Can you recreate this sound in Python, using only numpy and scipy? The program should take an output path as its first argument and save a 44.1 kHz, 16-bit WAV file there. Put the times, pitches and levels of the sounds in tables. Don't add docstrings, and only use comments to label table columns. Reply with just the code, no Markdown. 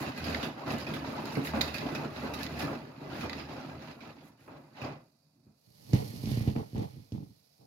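import sys
import numpy as np
from scipy import signal
from scipy.fft import rfft, irfft, next_fast_len
from scipy.io import wavfile
from scipy.ndimage import uniform_filter1d

SR = 44100
rng = np.random.default_rng(int(sys.argv[2]) if len(sys.argv) > 2 else 0)


def waveform_to_disk(signal):
    frames = np.transpose(np.atleast_2d(signal))
    scaled = np.clip(frames, -1, 1) * 32767
    samples = np.round(scaled).astype(np.int16)
    wavfile.write(sys.argv[1], SR, samples)


N = 337806
TAPS = 16384
TIME = np.arange(N) / SR
CLOCK = TIME[::64]
HZ, AGE = np.fft.rfftfreq(TAPS, 1 / SR), np.arange(TAPS) / SR


def amp(db):
    return 10 ** (np.asarray(db) / 20)


def evened(x):
    return x / np.sqrt(np.mean(x.mean(0) ** 2) + 1e-20)


def read(points, hz):
    f, value = np.transpose(points)
    return np.interp(np.log(hz + 1), np.log(f + 1), value)


def level(rows):
    s, db = np.transpose(rows)
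    outside_s = np.maximum(s[0] - TIME, 0) + np.maximum(TIME - s[-1], 0)
    return amp(np.interp(TIME, s, db)) * np.exp(-outside_s / 0.023)


def swells(starts_s, lengths_s, db, rise_s, fall_s, lean_db=0):
    age, length = CLOCK - starts_s[:, None], lengths_s[:, None]
    hold = amp(db[:, None] + lean_db * (np.clip(age / length, 0, 1) - .5))
    gain = hold * np.exp(np.minimum(age, 0) / rise_s - np.maximum(age - length, 0) / fall_s)
    return np.interp(TIME, CLOCK, np.linalg.norm(gain, axis=0))


def add(mix, s, sound):
    part = mix[:, max(round(s * SR), 0):][:, :sound.shape[1]]
    part += sound[:, :part.shape[1]]


def causal(db):
    log_gain = np.log(amp(np.maximum(db, -100)))
    circle = np.concatenate([log_gain, log_gain[-2:0:-1]])
    return np.exp(np.conj(signal.hilbert(circle)))[:len(db)]


def colour(spectrum, place, tilt_db=0):
    _, side, resonances = place
    db = read(spectrum, HZ) + tilt_db * np.log2((HZ + 100) / 4000)
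    for hz, width_hz, lift_db in resonances:
        reach = .5 + rng.random()
        db = db + reach * lift_db / (1 + (2 * (HZ - hz) / width_hz) ** 2)
    return np.array([causal(db + sign * read(side, HZ) / 2) for sign in (1, -1)])


def uneven(depth_db, count=44):
    knots_hz = np.geomspace(500, 16000, count)
    return amp(read(np.transpose([knots_hz, depth_db * rng.standard_normal(count)]), HZ))


def burst(filters, place, t60_s, room_db, room_t60_s=0.36):
    fade = amp(-60 * AGE / t60_s) + amp(room_db - 60 * AGE / room_t60_s)
    a, b = rfft(rng.standard_normal((2, TAPS)) * fade)
    same = np.clip(read(place[0], HZ), -1, 1)
    mid, side = np.sqrt((1 + same) / 2) * a, np.sqrt((1 - same) / 2) * b
    sound = irfft(np.array([mid + side, mid - side]) * filters)
    return sound * np.minimum(2 * (1 - AGE / AGE[-1]), 1) ** 2


def impacts(per_s, spread_db):
    hit = np.flatnonzero(rng.random(N) < per_s / SR)
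    train = np.zeros(N)
    scatter = np.minimum(rng.exponential(1, len(hit)), 4)
    train[hit] = rng.choice([-1, 1], len(hit)) * amp(spread_db * scatter)
    return train


def steadied(x, span_s):
    span = max(int(span_s * SR), 2)
    power = uniform_filter1d((evened(x) ** 2).mean(0), span)
    return evened(x / np.sqrt(uniform_filter1d(abs(power), span) + 1e-12))


def patter(spectrum, place, per_s, spread_db, t60_s, room_db, span_s=0.067, uneven_db=0, count=8):
    size, total = next_fast_len(N + TAPS, True), 0
    for _ in range(count):
        spot = burst(colour(spectrum, place) * uneven(uneven_db), place, t60_s, room_db)
        train = impacts(per_s / count, spread_db)
        total = total + rfft(np.float32(train), size) * rfft(np.float32(spot), size)
    return steadied(irfft(total, size)[:, :N].astype(float), span_s)


def strike(filters, place, db, t60_s, room_db):
    sound = burst(filters, place, t60_s, room_db)
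    return amp(db) * sound / abs(sound.mean(0)).max()


def bubbles(spectrum, low_hz, high_hz, per_s, spread_db, cycles, rise, count=32):
    out = np.zeros((2, N))
    for hz in np.geomspace(low_hz, high_hz, count):
        age = AGE[:4096] * hz / cycles
        ring = np.sin(2 * np.pi * cycles * (age + rise * age ** 2))
        ring = ring * np.exp(-age) * (1 - np.exp(-8 * age))
        train = signal.oaconvolve(impacts(per_s / count, spread_db), ring)[:N]
        train = train * amp(read(spectrum, hz)) * np.sqrt(hz)
        out += [train, np.roll(train, rng.integers(-18, 19))]
    return steadied(out, .18)


# time in seconds, level in dB.
CHURN_S_DB = [(0.0, 4), (0.48, 2), (0.56, 0), (0.8, 3), (2.0, 4.5), (2.76, 4), (2.95, -2), (3.3, 0),
              (3.9, -3.5), (4.37, -17), (4.6, -8), (4.71, -12), (4.96, -13), (5.17, -30.5), (5.6, -34)]
# start in seconds, length in seconds, weight in dB,
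# slosh in dB over the weight, spray in dB over the weight.
SURGES_S_DB = [(0.0, 0.088, -38, -4, -7.5), (0.17, 0.066, -46.5, -2, -3), (0.26, 0.13, -38.5, -4, -4.5),
               (0.419, 0.046, -39, -1, -9), (0.584, .05, -54.5, 9.5, -1.5),
               (0.684, 0.053, -36.5, -1.5, -7.5), (0.797, 0.032, -46.5, -2, 0.5),
               (0.883, .1, -37, -7, -11.5), (1.049, 0.17, -40.5, -1.5, -9.5),
               (1.258, 0.087, -40.5, -5, -7.5), (1.388, 0.02, -35.5, -9.5, -17),
               (1.458, .05, -46.5, -0.5, 1), (1.549, 0.13, -42.5, -2, -5), (1.749, 0.034, -46.5, -2.5, 1),
               (1.818, 0.13, -37.5, -4.5, -11), (1.992, 0.061, -36, -5, -16), (2.164, 0.074, -45, -2.5, -4),
               (2.242, .085, -42, -2, -11.5), (2.396, 0.046, -40, -6, -5.5), (2.507, 0.06, -43.5, -6, -9),
               (2.599, 0.029, -39.5, -1.5, -0.5), (2.655, 0.09, -38, -2.5, -13.5),
               (3.021, 0.049, -43, -6, -13), (3.121, 0.13, -42, -3, -6.5),
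               (3.326, 0.089, -44.5, -4.5, -5.5), (3.497, 0.11, -46.5, 0, -6.5),
               (3.635, 0.12, -45, -6, -12), (3.824, 0.092, -50, -1.5, -4.5), (4.03, 0.068, -51.5, 0, -5.5),
               (4.167, 0.11, -56, -6.5, -9), (4.405, 0.029, -71, -12, 5.5), (4.5, 0.082, -53, -5, -15),
               (4.783, .02, -53.5, 3, -1), (4.834, 0.043, -42.5, 0, -8.5), (4.91, 0.024, -46, -9, -16),
               (5.368, 0.16, -68.5, -16.5, -30)]
# start in seconds, length in seconds, level in dB.
SHOWERS_S_DB = [(0.0, 0.0092, -51), (0.445, .02, -60), (1.325, 0.018, -60), (1.448, .025, -50.5),
                (3.15, 0.09, -66), (3.5, 0.67, -80), (4.235, .05, -73), (4.405, 0.076, -77)]


def tumbling():
    s, length_s, weight, slosh, spray = np.transpose(SURGES_S_DB)
    churn = level(CHURN_S_DB)
    rise_s, fall_s = 0.024, 0.041
    cloth_surge = swells(s, length_s, weight, rise_s, fall_s, lean_db=-0.5)
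    water_surge = swells(s, length_s, weight + slosh, rise_s, fall_s, lean_db=1.0)
    spray_surge = swells(s, length_s, weight + spray, rise_s, fall_s, lean_db=-1.0)
    cloth = np.hypot(amp(-48.5) * churn, cloth_surge)
    water = np.hypot(amp(-54) * churn, water_surge)
    drops = np.hypot(amp(-62.0) * churn ** 1.25, spray_surge)
    thrown = amp(-10.5) * drops ** 1.19 * churn ** .6
    film = amp(-78.5) * churn ** .4
    showers = swells(*np.transpose(SHOWERS_S_DB), rise_s=0.01, fall_s=0.023)
    return cloth, water, drops, np.hypot(np.hypot(thrown, film), showers)


def deepened(cloth, low_hz=85, high_hz=180, bass_db=-1.0, slowness=0.24):
    band = signal.butter(2, [low_hz, high_hz], "bandpass", fs=SR, output="sos")
    bass = signal.sosfiltfilt(band, cloth)
    gain = amp(bass_db) * np.maximum(level(CHURN_S_DB), amp(-21)) ** -slowness
    return cloth + bass * (gain - 1)


# frequency in Hz, left-right likeness (clipped to -1..1).
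DRUM_LIKENESS = [(60, 0.3), (130, 2.5), (290, 0.64), (640, 0.38), (1400, -0.06), (15000, 0)]
# frequency in Hz, left minus right in dB.
DRUM_BALANCE_DB = [(60, 0.0), (92, -1.5), (140, 0), (210, -4), (330, -1), (500, 3), (770, -2.5),
                   (1170, -0.5), (1790, -2), (2740, -7.5), (4190, -14.5), (6410, -1), (9810, -6.5),
                   (15000, -9)]
# frequency in Hz, width in Hz, lift in dB.
TUB_MODES = [(149.8, 29, 10), (213, 47, 7.5), (273.6, 35, 7), (436.3, 10, 7), (531, 81, 6), (651, 170, 7.5),
             (830, 50, 2), (2018, 33, 8), (2531, 480, 8.5), (3870, 250, 4.5), (4640, 600, 2),
             (6830, 160, 7)]
DRUM = DRUM_LIKENESS, DRUM_BALANCE_DB, TUB_MODES
# frequency in Hz, density in dB per Hz.
CLOTH_DB = [(25, -18), (42, -13), (62, -13.5), (125, -2.5), (185, -8), (240, -1), (330, -2), (430, -11.5),
            (700, -42), (2000, -73)]
SLOSH_DB = [(150, -30), (330, -4), (480, -4.5), (750, -1.5), (1100, -2), (1500, -6.5), (1900, -15),
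            (2500, -23), (5000, -41.5)]
SPRAY_DB = [(500, -32.5), (1100, -5), (1600, 5), (2300, -2.5), (3100, -5), (4000, -6.5), (5000, -4.5),
            (6000, -11.5), (7000, -16.5), (8000, -37), (16000, -35)]
MIST_DB = [(3000, -39.5), (6500, -0.5), (8200, -9.5), (9500, -4), (11500, 1), (13500, -5.5), (16000, -7.5)]


def laundry():
    thuds = patter(CLOTH_DB, DRUM, per_s=300, spread_db=2.5, t60_s=0.046, room_db=-19, span_s=.06)
    cloth = amp(-1.0) * deepened(thuds)
    water = amp(-2.5) * patter(SLOSH_DB, DRUM, per_s=700, spread_db=1.5, t60_s=0.041, room_db=-20.0,
                               uneven_db=4.0)
    water += amp(-5.5) * bubbles(SLOSH_DB, low_hz=299.6, high_hz=1897, per_s=260, spread_db=3.0,
                                 cycles=9.4, rise=0.021)
    spray = amp(-4.5) * patter(SPRAY_DB, DRUM, per_s=800, spread_db=2.5, t60_s=0.019, room_db=-6.5,
                               span_s=.1, uneven_db=1.0)
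    splats = patter(SPRAY_DB, DRUM, per_s=70, spread_db=2, t60_s=.07, room_db=-21.5,
                    span_s=0.28, uneven_db=5.5, count=20)
    small_bubbles = bubbles(SPRAY_DB, low_hz=1397, high_hz=5650, per_s=90, spread_db=3.0,
                            cycles=32, rise=0.0074, count=22)
    spray += amp(-6.5) * splats + amp(-10.5) * small_bubbles * amp([[2], [-3]])
    mist = amp(0.5) * patter(MIST_DB, DRUM, per_s=600, spread_db=3.5, t60_s=.018, room_db=-4.0,
                             span_s=0.17, uneven_db=-1.0, count=12)
    return sum(layer * gain for layer, gain in zip((cloth, water, spray, mist), tumbling()))


# start in seconds, length in seconds, hum in dB.
LIFTS_S_DB = [(0.217, 0.15, -42), (0.77, .03, -51), (0.97, .13, -52), (1.49, .21, -43.5),
              (2.182, 0.39, -50), (2.52, 0.096, -47), (3.176, 0.27, -51), (3.75, 0.026, -54)]


def strain(rise_s=.025, fall_s=.05):
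    return np.hypot(amp(-69) * level(CHURN_S_DB), swells(*np.transpose(LIFTS_S_DB), rise_s, fall_s))


def motor(hz=78, waver=.05):
    drift = uniform_filter1d(rng.standard_normal(N), 4000)
    turns = np.cumsum(hz * (1 + waver * drift / drift.std())) / SR
    hum = np.sin(2 * np.pi * turns) + amp(-7) * np.sin(4 * np.pi * turns)
    return hum * strain() * amp([[-.5], [2]])


# frequency in Hz, density in dB per Hz.
QUIET_DB = [(25, -26.5), (70, -7), (150, -3), (260, -9), (380, -21.5), (550, -15.5), (1000, -17),
            (3200, -30.5), (4600, -14), (8000, -27), (11500, -23.5), (16000, -35.5)]


def quiet():
    knots_s = np.arange(0, TIME[-1] + .15, .15)
    swell = amp(1.3 * np.interp(TIME, knots_s, rng.standard_normal(len(knots_s))))
    murmur = patter(QUIET_DB, DRUM, per_s=1900, spread_db=2.0, t60_s=.04, room_db=-17.5,
                    span_s=0.46, count=5)
    return amp(-75.0) * swell * murmur


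# frequency in Hz, left-right likeness.
HAND_LIKENESS = [(60, 0.87), (130, 0.96), (290, 0.8), (640, -0.11), (1410, -0.21), (3100, -0.12),
                 (6820, 0.13), (15000, 0.01)]
# frequency in Hz, left minus right in dB.
HAND_BALANCE_DB = [(60, 0), (92, -8), (140, -6.5), (210, -3.5), (330, 3), (500, -1.5), (770, 2.5),
                   (1170, -3.5), (1790, -2.5), (2740, -9.5), (4190, -14.5), (6410, -1.5), (9810, -5.5),
                   (15000, -5)]
# frequency in Hz, width in Hz, lift in dB.
SHELL_MODES = [(113, 26, 3), (200, 22, 4), (228, 22, 1), (313.5, 25, 4), (413, 22, 3), (452, 25, 2),
               (597, 35, 4)]
CAMERA = HAND_LIKENESS, HAND_BALANCE_DB, SHELL_MODES
# frequency in Hz, density in dB per Hz.
FIZZ_DB = [(1500, -14), (3200, -12), (4500, -0.5), (5800, -3.5), (8000, -13), (10000, -8.5), (11800, -1.5),
           (14000, -11.5), (16000, -11.5)]
# time in seconds, level in dB.
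FOAM_S_DB = [(0.0, -98), (5.55, -89), (5.75, -78), (6.8, -72.5), (7.66, -74)]


def foam():
    fizz = patter(FIZZ_DB, CAMERA, per_s=3000, spread_db=4.0, t60_s=.018, room_db=-21.5,
                  span_s=.2, count=3)
    return level(FOAM_S_DB) * fizz


# time in seconds, thud in dB, water slap in dB,
# thud brightness in dB per octave.
FLOPS_S_DB = [(.284, -27, -33.5, -1), (0.467, -26, -49, 5.5), (.669, -35, -34.5, -7),
              (.734, -28, -37.5, -1.5), (1.37, -21.5, -32, 4.5), (1.535, -30, -26.5, -14),
              (1.57, -27.5, -31, -2.5), (1.849, -29.5, -42, -5.5), (2.236, -29.5, -33.5, 4),
              (2.627, -27, -37, -7), (3.229, -29, -34.5, -3), (4.478, -53, -43, 1),
              (4.817, -35, -36, -10.5), (4.844, -38.5, -40.5, -7), (5.466, -48, -68, -6)]
# time in seconds, level in dB, mist in dB over that level.
SPLASHES_S_DB = [(0.0627, -32.5, -24), (0.176, -32.5, -13), (0.2418, -31.5, -13), (0.429, -27, -18),
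                 (0.72, -38.5, -7), (0.8665, -31, -20), (0.938, -28, -15.5), (1.3526, -31, -17),
                 (1.6768, -30, -18), (1.742, -28, -14.5), (1.95, -28.5, -16), (2.337, -28.5, -13),
                 (2.592, -37, -5), (3.209, -30.5, -19), (3.396, -36, -33), (4.006, -41, -32),
                 (4.816, -34.5, -23)]
# time in seconds, peak in dB, brightness in dB per octave.
TICKS_S_DB = [(0.346, -23, -10.5), (.784, -36, 5), (1.256, -36.5, 7), (1.471, -28, -10), (1.61, -19, -5),
              (1.6135, -20.5, 3), (1.783, -29.5, -1.5), (2.432, -28, 6), (2.440, -37, 2),
              (2.465, -32.5, -4), (3.296, -29.5, -4.5), (3.331, -32, -7)]
# frequency in Hz, density in dB per Hz.
BUTTON_DB = [(600, -38), (1900, 1), (2900, -12), (3700, -1.5), (5000, -1.5), (6000, -13), (7000, -8),
             (8200, -29), (11000, -15.5), (16000, -22)]


def landings():
    out = np.zeros((2, N))
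    water, spray, mist = colour(SLOSH_DB, DRUM), colour(SPRAY_DB, DRUM), colour(MIST_DB, DRUM)
    for s, thud_db, slap_db, bright in FLOPS_S_DB:
        thud = colour(CLOTH_DB, DRUM, bright)
        add(out, s, strike(thud, DRUM, thud_db - 1.0, t60_s=0.15, room_db=-21.5))
        add(out, s, strike(water, DRUM, slap_db, t60_s=0.54, room_db=-16.0))
    for s, db, mist_db in SPLASHES_S_DB:
        add(out, s, strike(spray * uneven(depth_db=6.5), DRUM, db - 4.0, t60_s=0.082, room_db=-2))
        add(out, s, strike(mist, DRUM, db + mist_db - 0.5, t60_s=.1, room_db=-11.5))
    for s, db, bright in TICKS_S_DB:
        tick = colour(BUTTON_DB, DRUM, bright) * uneven(depth_db=-1.5)
        add(out, s, strike(tick, DRUM, db, t60_s=.022, room_db=-16.5))
    return out


# time in seconds, speed in dB.
SLIDE_S_DB = [(5.58, -27), (5.68, -20), (5.9, -6), (5.97, 1), (6.2, 0), (6.34, 5.5), (6.5, -2.5),
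              (6.68, -9), (6.84, -4.5), (7.08, -15.5), (7.66, -25.5)]
# start in seconds, length in seconds, pressure in dB,
# scrape in dB over the pressure.
GRIPS_S_DB = [(5.675, 0.018, -61, -20), (5.89, 0.027, -45.5, -19), (5.933, 0.017, -25.5, -19.5),
              (5.983, 0.042, -39.5, -9), (6.258, 0.204, -38, -20), (6.477, 0.018, -31, -17.5),
              (6.556, 0.046, -35.5, -11.5), (6.756, 0.075, -34.5, -13.5), (6.936, 0.065, -48.5, -26),
              (7.127, 0.044, -36.5, -23), (7.205, 0.029, -44, -23), (7.293, 0.023, -56, -28),
              (7.594, .06, -63, -7.5)]


def handling(rise_s=.004, fall_s=.03, hiss_fall_db_per_s=6.5):
    s, length_s, pressure, scrape = np.transpose(GRIPS_S_DB)
    slide = level(SLIDE_S_DB)
    press = swells(s, length_s, pressure, rise_s, fall_s)
    drag = swells(s, length_s, pressure + scrape, rise_s, fall_s, lean_db=3.5)
    rumble = np.hypot(press, amp(-43.5) * slide ** 1.6)
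    rasp = np.hypot(drag, amp(-63) * slide)
    rub = np.hypot(amp(-25) * press * slide ** 0.73, amp(-65) * slide ** 1.07)
    sinking = amp(-hiss_fall_db_per_s * np.maximum(TIME - s[0], 0))
    return rumble, rasp, rub, sinking * np.hypot(amp(-27) * press, amp(-54.5) * slide)


# frequency in Hz, density in dB per Hz.
RUMBLE_DB = [(25, -26.5), (60, -12), (115, 1), (170, -5), (225, -4.5), (290, -9.5), (350, -16), (460, -26),
             (620, -39), (4000, -82)]
SCRAPE_DB = [(150, -17), (330, -9.5), (450, 4.5), (620, -9), (820, -5), (970, -12), (1200, -19.5),
             (4000, -66)]
RUB_DB = [(200, -26), (500, 3), (1000, -2), (1600, -2.5), (2500, -0.5), (3400, -5), (6000, -10.5),
          (16000, -65)]
HISS_DB = [(1500, -16), (3400, -10), (4500, 1), (5800, -1.5), (8000, -11.5), (10000, -5.5), (11800, -0.5),
           (14000, -9), (16000, -12.5)]


def hand():
    rumble = amp(-0.5) * patter(RUMBLE_DB, CAMERA, per_s=600, spread_db=1.5, t60_s=0.068, room_db=-22,
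                                span_s=0.035)
    scrape = amp(-0.5) * patter(SCRAPE_DB, CAMERA, per_s=500, spread_db=-0.5, t60_s=0.024, room_db=-28,
                                span_s=0.053, count=4)
    rub = amp(4.0) * patter(RUB_DB, CAMERA, per_s=3000, spread_db=-3, t60_s=0.012, room_db=-30.5, count=4)
    hiss = amp(1.0) * patter(HISS_DB, CAMERA, per_s=8000, spread_db=6, t60_s=0.034, room_db=-22)
    return sum(layer * gain for layer, gain in zip((rumble, scrape, rub, hiss), handling()))


# time in seconds, peak in dB, click in dB over the peak,
# click brightness in dB per octave.
BUMPS_S_DB = [(5.934, -12, -20, 7), (5.9408, -29, -32, 3), (6.237, -23.5, -27, 1), (6.257, -35.5, 0, 10),
              (6.273, -23, -29, 6), (6.316, -22, -16, 8), (6.373, -19.5, -33, 9), (6.408, -25.5, -19, 2),
              (6.475, -16.5, -33, 3), (6.562, -20.5, -16, -7), (6.731, -31.5, -30, 0),
              (6.748, -25.5, -29, 5), (6.764, -33.5, -14.5, -1.5), (6.780, -24.5, -17, 10),
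              (6.968, -37, -31, 10), (7.121, -27.5, -20.5, 10)]
# frequency in Hz, level in dB, t60 in seconds.
CASE_MODES = [(93, -4, 0.015), (129, 8.5, 0.064), (160, 3, 0.035), (216.2, -3.5, 0.19), (272, -29, 0.013),
              (374, -28, 0.048), (443, -25, 0.035), (800, -46, .06)]


def bumps():
    out = np.zeros((2, N))
    contact = 1 - np.exp(-(AGE / .0012) ** 2)
    for s, db, click_db, bright in BUMPS_S_DB:
        detune = 1 + 0.018 * rng.standard_normal(len(CASE_MODES))
        ring = np.zeros(TAPS)
        for (hz, mode_db, t60_s), shift in zip(CASE_MODES, detune):
            ring += amp(mode_db - 60 * AGE / t60_s) * np.cos(2 * np.pi * hz * shift * AGE)
        ring *= contact
        add(out, s, amp(db) * ring / abs(ring).max() * amp([[-1.2], [1.2]]))
        click = colour(RUB_DB, CAMERA, bright)
        add(out, s, strike(click, CAMERA, db + click_db, t60_s=0.01, room_db=-18.5))
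    return out


def scene():
    return laundry() + motor() + quiet() + foam() + landings() + hand() + bumps()


def record(dry):
    thin = signal.sosfilt(signal.butter(7, 50, "highpass", fs=SR, output="sos"), dry)
    band_limit = signal.firwin(511, 15900, window=("kaiser", 9), fs=SR)
    return signal.oaconvolve(thin, band_limit[None], "same")


dry = scene()
out = record(dry)
waveform_to_disk(out)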